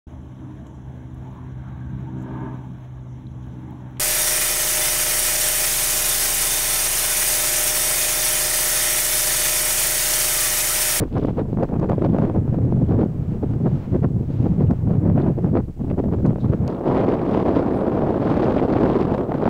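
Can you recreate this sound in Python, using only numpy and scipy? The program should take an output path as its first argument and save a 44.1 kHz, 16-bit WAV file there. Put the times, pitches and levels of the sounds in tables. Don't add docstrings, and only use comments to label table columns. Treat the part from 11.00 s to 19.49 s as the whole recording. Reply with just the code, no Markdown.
import sys
import numpy as np
from scipy import signal
from scipy.fft import rfft, irfft, next_fast_len
from scipy.io import wavfile
from scipy.ndimage import uniform_filter1d, minimum_filter1d, map_coordinates

SR = 44100
rng = np.random.default_rng(int(sys.argv[2]) if len(sys.argv) > 2 else 0)


def wav_record(signal):
    frames = np.transpose(np.atleast_2d(signal))
    bounded = np.clip(frames, -1, 1)
    quanta = np.round(bounded * 32767).astype(np.int16)
    wavfile.write(sys.argv[1], SR, quanta)


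N = 374409
T = np.arange(N) / SR
GALE_START_S = 5.678


def amp(db):
    return 10 ** (np.asarray(db) / 20)


def unit(x):
    return x / np.sqrt(np.mean(x ** 2) + 1e-20)


def curves(rows):
    times, *columns = np.transpose(rows)
    return [np.interp(T, times, column) for column in columns]


def wobble(per_s):
    return map_coordinates(rng.standard_normal(8192), [T * per_s + 2], mode="wrap")


def bell(s, duration):
    bump = np.zeros(N)
    near = slice(max(int((s - .25) * SR), 0), int((s + .25) * SR))
    bump[near] = .5 ** ((2 * (T[near] - s) / duration) ** 2)
    return bump


def swells(rows):
    return np.sqrt(sum(amp(db) ** 2 * bell(s, duration) for s, db, duration in rows))


def gain_at(tone, hz):
    freqs, db = np.transpose(tone)
    return amp(np.interp(np.log(hz + 1), np.log(freqs + 1), db))


def filtered(x, response):
    size = next_fast_len(N + 8192)
    return irfft(rfft(x, size) * response(np.fft.rfftfreq(size, 1 / SR)), size)[:N]


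def coloured(x, tone):
    return unit(filtered(x, lambda hz: gain_at(tone, hz)))


def noise(tone):
    return coloured(rng.standard_normal(N), tone)


def turbulence(tone, lumps_db, span_s):
    lumpy = coloured(rng.standard_normal(N) * amp(lumps_db), tone)
    width = max(int(span_s * SR), 8)
    power = uniform_filter1d(uniform_filter1d(lumpy ** 2, width), width)
    return unit(lumpy / np.sqrt(np.abs(power) + 1e-4))


def spikes(tone, per_s):
    hits = rng.random(N) < per_s / SR
    return coloured(hits * amp(0.5 * rng.standard_normal(N)), tone)


# (time [s], rumble level [dB], flutter level [dB])
BREEZE_LEVELS = [(0.0, -21.5, -34), (0.53, -22, -38), (0.78, -22.0, -33.5), (1.18, -20.0, -34),
                 (1.45, -19.5, -42), (2.01, -19, -38.5), (2.23, -22.5, -48), (2.57, -19.5, -42),
                 (2.78, -20.5, -46), (3.27, -20.0, -44), (3.58, -18.5, -41), (3.82, -18, -43.5),
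                 (4.23, -19.0, -52), (4.85, -22, -39), (5.03, -22.5, -37), (5.27, -19.0, -42.0),
                 (5.68, -20.0, -36.5)]
# (frequency [Hz], level [dB])
EDDY_TONE = [(30, 6.5), (300, -2.5), (450, -2), (600, -6.5), (850, -11.5), (1600, -22), (3200, -37.5),
             (6400, -61), (12000, -81)]
PORT_TONE = [(12, -19.5), (25, -29), (38, -23), (65, -6), (105, 2), (165, 3), (245, 1), (350, 0.5),
             (700, -2), (2000, -10)]
TEAR_TONE = [(500, -1), (1200, 16), (2000, 6), (3000, -1.5), (4700, -8), (5800, -18.5), (8000, -25.5),
             (11000, -35)]
SPIKE_TONE = [(200, -11), (600, -1.5), (1200, 0), (2000, -9), (4000, -29), (8000, -40.5), (12000, -56.5)]


def gusts(thump, lull_db):
    rumble_db, flutter_db = curves(BREEZE_LEVELS)
    flap, spit = wobble(per_s=80), wobble(per_s=300)
    breeze_flutter = amp(flutter_db - lull_db - 1.59 + 3 * flap + 3 * spit)
    puff_flutter = amp(0.3946 + 0.708 * flap + 2.2 * spit) * thump
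    flutter = np.hypot(breeze_flutter, puff_flutter)
    rumble = amp(rumble_db - lull_db + 1.08 * wobble(per_s=18))
    force = np.hypot(rumble, .55 * flutter)
    speed = np.clip((flutter / force) ** .44, .15, 1.3)
    eddies = turbulence(EDDY_TONE, 2.4 * wobble(250), span_s=0.013)
    pressure = map_coordinates(eddies, [np.cumsum(speed)], mode="wrap")
    buffet = filtered(amp(4.5) * force * speed ** 0.071 * pressure, lambda hz: gain_at(PORT_TONE, hz))
    rasp = amp(-35) * turbulence(TEAR_TONE, 4 * wobble(600), span_s=.03)
    sputter = amp(-22.5) * spikes(SPIKE_TONE, per_s=110)
    return buffet + flutter * (rasp + sputter)


# (time [s], level [dB])
DEEP_LEVELS = [(0.0, -29.5), (1.3, -36), (2.0, -37), (3.9, -39.5), (4.7, -34.5), (5.68, -36)]
# (frequency [Hz], level [dB])
DEEP_TONE = [(10, -3.5), (22, 1), (45, -3), (70, 1), (110, -11), (250, -49), (600, -120)]


def deep_rumble():
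    level_db, = curves(DEEP_LEVELS)
    return amp(level_db) * noise(DEEP_TONE)


# (time [s], hiss level [dB], roar level [dB])
ASH_LEVELS = [(0.0, -64.5, -57), (1.59, -64.5, -46), (2.14, -65, -49.5), (2.86, -59.5, -45),
              (3.1, -67.5, -55.5), (3.42, -58, -45), (3.8, -67.5, -49.5), (4.24, -66, -44),
              (4.73, -67.5, -61), (5.22, -64, -54.5), (5.68, -65, -45.5)]
# (frequency [Hz], level [dB])
ASH_HISS_TONE = [(400, -13), (900, 7.5), (1600, 0.5), (2800, 2), (4200, -5), (7000, -12), (11000, -32)]
ASH_ROAR_TONE = [(100, -5.5), (350, 3), (600, 4.5), (1000, -3), (1600, -10.5), (2500, -19), (4000, -38.5),
                 (8000, -60)]


def ash_flow():
    hiss_db, roar_db = curves(ASH_LEVELS)
    surge = wobble(per_s=25)
    hiss = amp(hiss_db + 1.7 * surge) * noise(ASH_HISS_TONE)
    roar = amp(roar_db + 0.74 * surge) * noise(ASH_ROAR_TONE)
    return hiss + roar


# (frequency [Hz], level [dB])
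MIC_TONE = [(100, 5), (4000, -0.5), (8000, 2), (10000, -4), (15500, -1)]


def microphone_hiss():
    return amp(-67) * noise(MIC_TONE)


# (time [s], thump level [dB], tearing level [dB], duration [s])
EDDY_HITS = [(0.018, -28.5, -47, 0.033), (0.174, -19.5, -50, 0.02), (0.231, -31, -46.5, 0.014),
             (0.288, -26.5, -47.5, 0.018), (0.396, -22, -46.5, 0.024), (0.606, -26.5, -53.5, 0.015),
             (0.632, -21, -51, 0.0089), (0.799, -26, -56.5, 0.0058), (0.838, -22.5, -55, 0.024),
             (0.899, -19.5, -43, 0.0086), (0.92, -26, -45, 0.014), (1.023, -25, -50, 0.008),
             (1.052, -22, -40, 0.016), (1.158, -28, -57, 0.021), (1.244, -26.0, -52, 0.06),
             (1.356, -28, -66, 0.016), (1.545, -29, -51.5, 0.0087), (1.925, -31, -51, 0.038),
             (2.015, -28.5, -48.5, 0.043), (2.438, -34, -48, 0.012), (2.539, -38, -48.5, 0.0068),
             (2.67, -29, -59, 0.015), (2.952, -29.5, -54, 0.024), (3.041, -26, -64, 0.017),
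             (3.46, -29, -56, 0.015), (3.618, -33.5, -49, 0.03), (3.714, -29, -63.5, 0.015),
             (3.929, -35, -52, 0.043), (4.07, -32, -59, 0.051), (4.195, -26.5, -49, 0.038),
             (4.271, -27, -56.5, 0.041), (4.385, -30.5, -57.5, 0.016), (4.465, -36, -51, 0.042),
             (4.57, -22.5, -48.5, 0.032), (4.907, -30, -48, 0.011), (4.994, -23.5, -52, 0.014),
             (5.134, -26.5, -52.5, 0.021), (5.253, -24.5, -63, 0.012), (5.287, -31.5, -58, 0.05),
             (5.455, -30, -56, 0.014), (5.492, -35, -50.5, 0.02), (5.535, -28, -46.5, 0.012),
             (6.477, -25, -41.5, 0.027), (6.571, -24, -36.5, 0.033), (7.838, -19, -37, 0.017),
             (8.144, -20, -36, 0.0082), (8.181, -27.5, -33.5, 0.0036), (8.352, -26, -39.5, 0.012),
             (8.426, -22.5, -41.5, 0.021), (8.469, -23.5, -38, 0.032)]


def puffs():
    thump = swells((s, db, duration) for s, db, _, duration in EDDY_HITS)
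    tear = swells((s, db, duration) for s, _, db, duration in EDDY_HITS)
    return thump, amp(-1.1) * tear * turbulence(TEAR_TONE, 5.9 * wobble(450), span_s=0.023)


# (time [s], level [dB], pitch [Hz])
EDDY_BURSTS = [(0.037, -22.5, 850), (0.1789, -24, 680), (0.2493, -8.5, 457), (0.284, -8, 332),
               (0.3975, -22.5, 930), (0.5302, -11.5, 332), (0.5729, -16, 600), (0.631, -10, 600),
               (0.634, -11.5, 596), (0.6446, -25, 940), (0.6908, -24, 700), (0.7401, -16, 530.4),
               (0.8306, -19, 623.4), (0.8434, -15.5, 611.3), (0.8985, -10.5, 630), (0.9103, -16.5, 560),
               (0.9188, -16.5, 720), (0.9319, -14, 571.3), (0.9814, -9.5, 380), (1.0217, -12.5, 517),
               (1.048, -17, 715), (1.1462, -11, 558.3), (1.1644, -17, 569), (1.186, -10, 680),
               (1.2224, -20, 710), (1.2507, -20.5, 750), (1.2982, -18.5, 718.5), (1.3483, -25.5, 730),
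               (1.3646, -15.0, 330), (1.4783, -17, 430.3), (1.5443, -18.5, 518.4), (1.5872, -17, 478.7),
               (1.7242, -12.5, 415), (2.0122, -20.5, 608.8), (2.0324, -17, 568.3), (2.6608, -16, 589),
               (2.6773, -18, 560), (2.9468, -24, 540), (3.0448, -13.5, 550), (3.4666, -14.5, 480),
               (3.7109, -13, 479.7), (3.7355, -20.5, 450), (3.9083, -16, 458.8), (4.0997, -18, 699.4),
               (4.178, -14, 569.6), (4.3873, -14, 450), (4.4449, -21, 710), (4.554, -8.5, 520),
               (4.604, -23, 610.7), (4.9136, -15, 610), (5.0007, -10.5, 399.6), (5.0403, -15.5, 519.4),
               (5.1366, -14, 619.5), (5.147, -20, 521), (5.2654, -22, 711), (5.3067, -15, 550.7),
               (5.3317, -17, 419.7), (5.359, -16.5, 544), (5.3842, -18, 444), (5.4451, -21.5, 679),
               (5.5355, -12, 520), (5.8106, -16, 419.8), (5.9125, -14.5, 820), (6.0822, -6.5, 440),
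               (6.1257, -15, 600), (6.348, -7, 660), (6.483, -12, 700), (6.4945, -17, 710),
               (6.5938, -14.5, 517), (7.0211, -9.5, 444), (7.483, -6.5, 520), (7.616, -7, 450),
               (7.7667, -8, 400), (7.8528, -10.5, 710), (8.1475, -13.5, 820), (8.1813, -17, 850),
               (8.3201, -10, 644), (8.3429, -17.5, 850), (8.425, -15, 800), (8.456, -11, 820),
               (8.4774, -1.5, 820)]


def pops(damping=1.04, fray=.45, fray_s=.0035):
    out, size = np.zeros(N + SR), 2048
    middle = size // 2
    fray_shape = .5 ** ((2 * (np.arange(size) - middle) / SR / fray_s) ** 2)
    for s, db, hz in EDDY_BURSTS:
        ratio = 1j * np.fft.rfftfreq(size, 1 / SR) / hz
        band = ratio / (1 + damping * ratio + ratio ** 2) ** 2
        phase = np.exp(2j * np.pi * rng.random())
        swing = unit(np.roll(irfft(phase * band), middle))
        shreds = unit(signal.fftconvolve(fray_shape * rng.standard_normal(size), swing, "same"))
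        burst = unit(swing + fray * shreds) / np.abs(swing).max()
        start = max(round(s * SR) - middle, 0)
        out[start:start + size] += amp(db) * burst
    return out[:N]


# (time [s], depth [dB], duration [s])
SLACK_AIR = [(0.095, 13.5, 0.066), (0.209, 8, 0.025), (0.265, 7, 0.01794), (0.34, 9.5, 0.06),
             (0.472, 8.0, 0.09), (0.515, 13, 0.007), (0.558, 13.5, 0.014), (0.672, 18, 0.02),
             (0.88, 6.5, 0.02005), (0.955, 6, 0.0249), (1.008, 4.5, 0.0092), (1.175, 10, 0.00996),
             (1.332, 6, 0.01349), (1.45, 5, 0.062), (1.868, 9, 0.02526), (2.119, 8, 0.052),
             (2.269, 7.5, 0.037), (2.4, 10, 0.0298), (2.593, 5.5, 0.015), (2.854, 8, 0.065),
             (3.136, 2.5, 0.0966), (3.268, 6, 0.025), (3.359, 2.5, 0.079), (3.787, 11, 0.038),
             (4.335, 8.5, 0.03), (4.415, 6, 0.02002), (4.662, 13.5, 0.0505), (4.744, 24.5, 0.063),
             (4.961, 9.5, 0.02), (5.022, 6, .014), (5.352, 6.5, .012), (5.37, 6, .012), (5.405, 8, 0.04),
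             (5.577, 8.5, 0.037), (6.44, 6.5, 0.018), (7.189, 7.5, 0.018), (7.609, 4, 0.016),
             (7.672, 11, 0.012), (8.062, 6, 0.012), (8.171, 6.5, 0.02), (8.264, 8.5, 0.025),
             (8.335, 6.5, 0.01), (8.409, 8.5, 0.013)]


def lulls():
    return sum(depth_db * bell(s, duration) for s, depth_db, duration in SLACK_AIR)


# (time [s], level [dB], duration [s])
GRIT_FLURRIES = [(0.14, -55.5, 0.017), (0.23, -57, 0.11), (0.39, -57, 0.021), (1.1, -64, 0.23),
                 (1.88, -66.5, 0.14), (3.4, -63.5, 0.11), (6.39, -57, 0.076), (7.44, -56, .36),
                 (7.93, -54.5, .3)]
# (frequency [Hz], level [dB])
GRIT_TONE = [(900, -22), (2200, 3.5), (3300, 5.5), (5000, -5), (6000, -12), (8000, -19.5), (11000, -27.5)]


def blown_grit():
    return swells(GRIT_FLURRIES) * turbulence(GRIT_TONE, 10 * wobble(700), span_s=.02)


# (time [s], level [dB], time to fade by 60 dB [s])
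WIND_TICKS = [(0.182, -41, 0.0055), (0.259, -48, 0.0043), (0.634, -44, 0.0075), (0.798, -46, 0.0045),
              (0.897, -45.5, 0.0059), (1.185, -49.5, 0.0074), (3.709, -48.5, 0.0086), (3.713, -51, 0.006),
              (5.262, -51.5, 0.048), (8.18, -48.5, 0.012)]
# (frequency [Hz], level [dB])
TICK_TONE = [(1500, -21), (2800, 2), (4500, 7.5), (8500, -3.5), (15000, -18.5)]


def clicks():
    loudness = np.zeros(N)
    for s, db, fade_s in [*WIND_TICKS, (GALE_START_S, -34, 0.0083)]:
        loudness += (T >= s) * amp(db - 60 * np.clip((T - s) / fade_s, 0, 3))
    return loudness * turbulence(TICK_TONE, lumps_db=0, span_s=.001)


# (time [s], level [dB], pitch [Hz], duration [s])
STONE_CLINKS = [(3.675, -58.5, 2796, 0.0084), (4.22, -52, 3605, 0.0054), (5.411, -56, 3950, 0.011),
                (5.432, -63.5, 3830, .033), (6.772, -69, 9200, .06)]


def stones():
    out = np.zeros(N)
    for s, db, hz, duration in STONE_CLINKS:
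        ring = filtered(rng.standard_normal(N), lambda f: 1 / (1 + ((f - hz) / (0.15 * hz)) ** 2))
        out += swells([(s, db, duration)]) * unit(ring)
    return out


# (time [s], roar level [dB], rush level [dB])
GALE_LEVELS = [(5.68, -23, -44.5), (5.83, -28, -53.5), (5.87, -17, -36.5), (6.14, -18.5, -38.5),
               (6.19, -22.5, -43), (6.36, -18, -37), (6.71, -20, -43), (7.18, -19, -40.5), (7.32, -18, -36),
               (7.62, -18, -38.5), (7.99, -17.5, -37), (8.26, -21.5, -46.5), (8.49, -25, -43)]
# (frequency [Hz], level [dB])
ROAR_TONE = [(12, -46.5), (20, -10.5), (38, -21), (59, -10.5), (91, -9.5), (120, -5), (166, -5),
             (255, -3.5), (360, -4.5), (702, -13), (1500, -35), (1950, -48.5), (3300, -120)]
RUSH_TONE = [(500, -6), (1000, 5.5), (1500, -7), (2200, -13.5), (3200, -20), (4800, -27.5), (5800, -34.5),
             (7800, -41), (9500, -46.5), (12000, -54.5)]


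def gale(thump, lull_db):
    roar_db, rush_db = curves(GALE_LEVELS)
    lumps, jitter = wobble(per_s=110), wobble(per_s=420)
    force = np.hypot(amp(roar_db - lull_db), amp(6.5) * thump)
    roar = force * turbulence(ROAR_TONE, 2.08 * lumps + 1.74 * jitter, span_s=0.049)
    sputter = amp(-3) * unit(amp(2 * lumps) * spikes(RUSH_TONE, per_s=240))
    rush = amp(1.5) * turbulence(RUSH_TONE, 2.4 * lumps + 3.2 * jitter, span_s=0.05)
    snaps = amp(-9.5) * unit(amp(1.5 * lumps + 2.5 * wobble(45)) * crackle())
    return roar + amp(rush_db - lull_db) * (rush + sputter + snaps)


def crackle(per_s=330, low_hz=1340, high_hz=5000, fade_cycles=0.98):
    when, pitch, size, phase = rng.random((int(per_s * N / SR), 4)).T[:, :, None]
    offsets = np.arange(256)
    hz = low_hz * (high_hz / low_hz) ** pitch
    cycles = hz * (offsets - offsets.mean()) / SR
    snaps = np.sin(2 * np.pi * (cycles + phase)) * np.exp(-(cycles / fade_cycles) ** 2)
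    gain = amp(-3.6 * np.log(size + .02) - 15 * pitch)
    positions = (when * N).astype(int) + offsets
    return unit(np.bincount(positions.ravel(), (gain * snaps).ravel(), N)[:N])


def scene():
    thump, tearing = puffs()
    lull_db = lulls()
    gale_share = np.clip((T - GALE_START_S) / .004 + .5, 0, 1)
    breeze_and_ash = gusts(thump, lull_db) + deep_rumble() + ash_flow()
    wind = (1 - gale_share) * breeze_and_ash + gale_share * gale(thump, lull_db)
    return (wind + tearing + pops() + blown_grit() + clicks() + stones() + microphone_hiss())[None]


def limiter(x, ceiling_db, hold_s):
    width = max(int(hold_s * SR), 8)
    needed_gain = np.minimum(1, amp(ceiling_db) / (np.abs(x) + 1e-9))
    held_gain = minimum_filter1d(needed_gain, 2 * width)
    return x * uniform_filter1d(uniform_filter1d(held_gain, width), width)


def record(dry):
    limited = limiter(dry[0], ceiling_db=-6.6, hold_s=.0012)
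    return filtered(limited, lambda hz: hz < 15750)[None]


dry = scene()
out = record(dry)
wav_record(out)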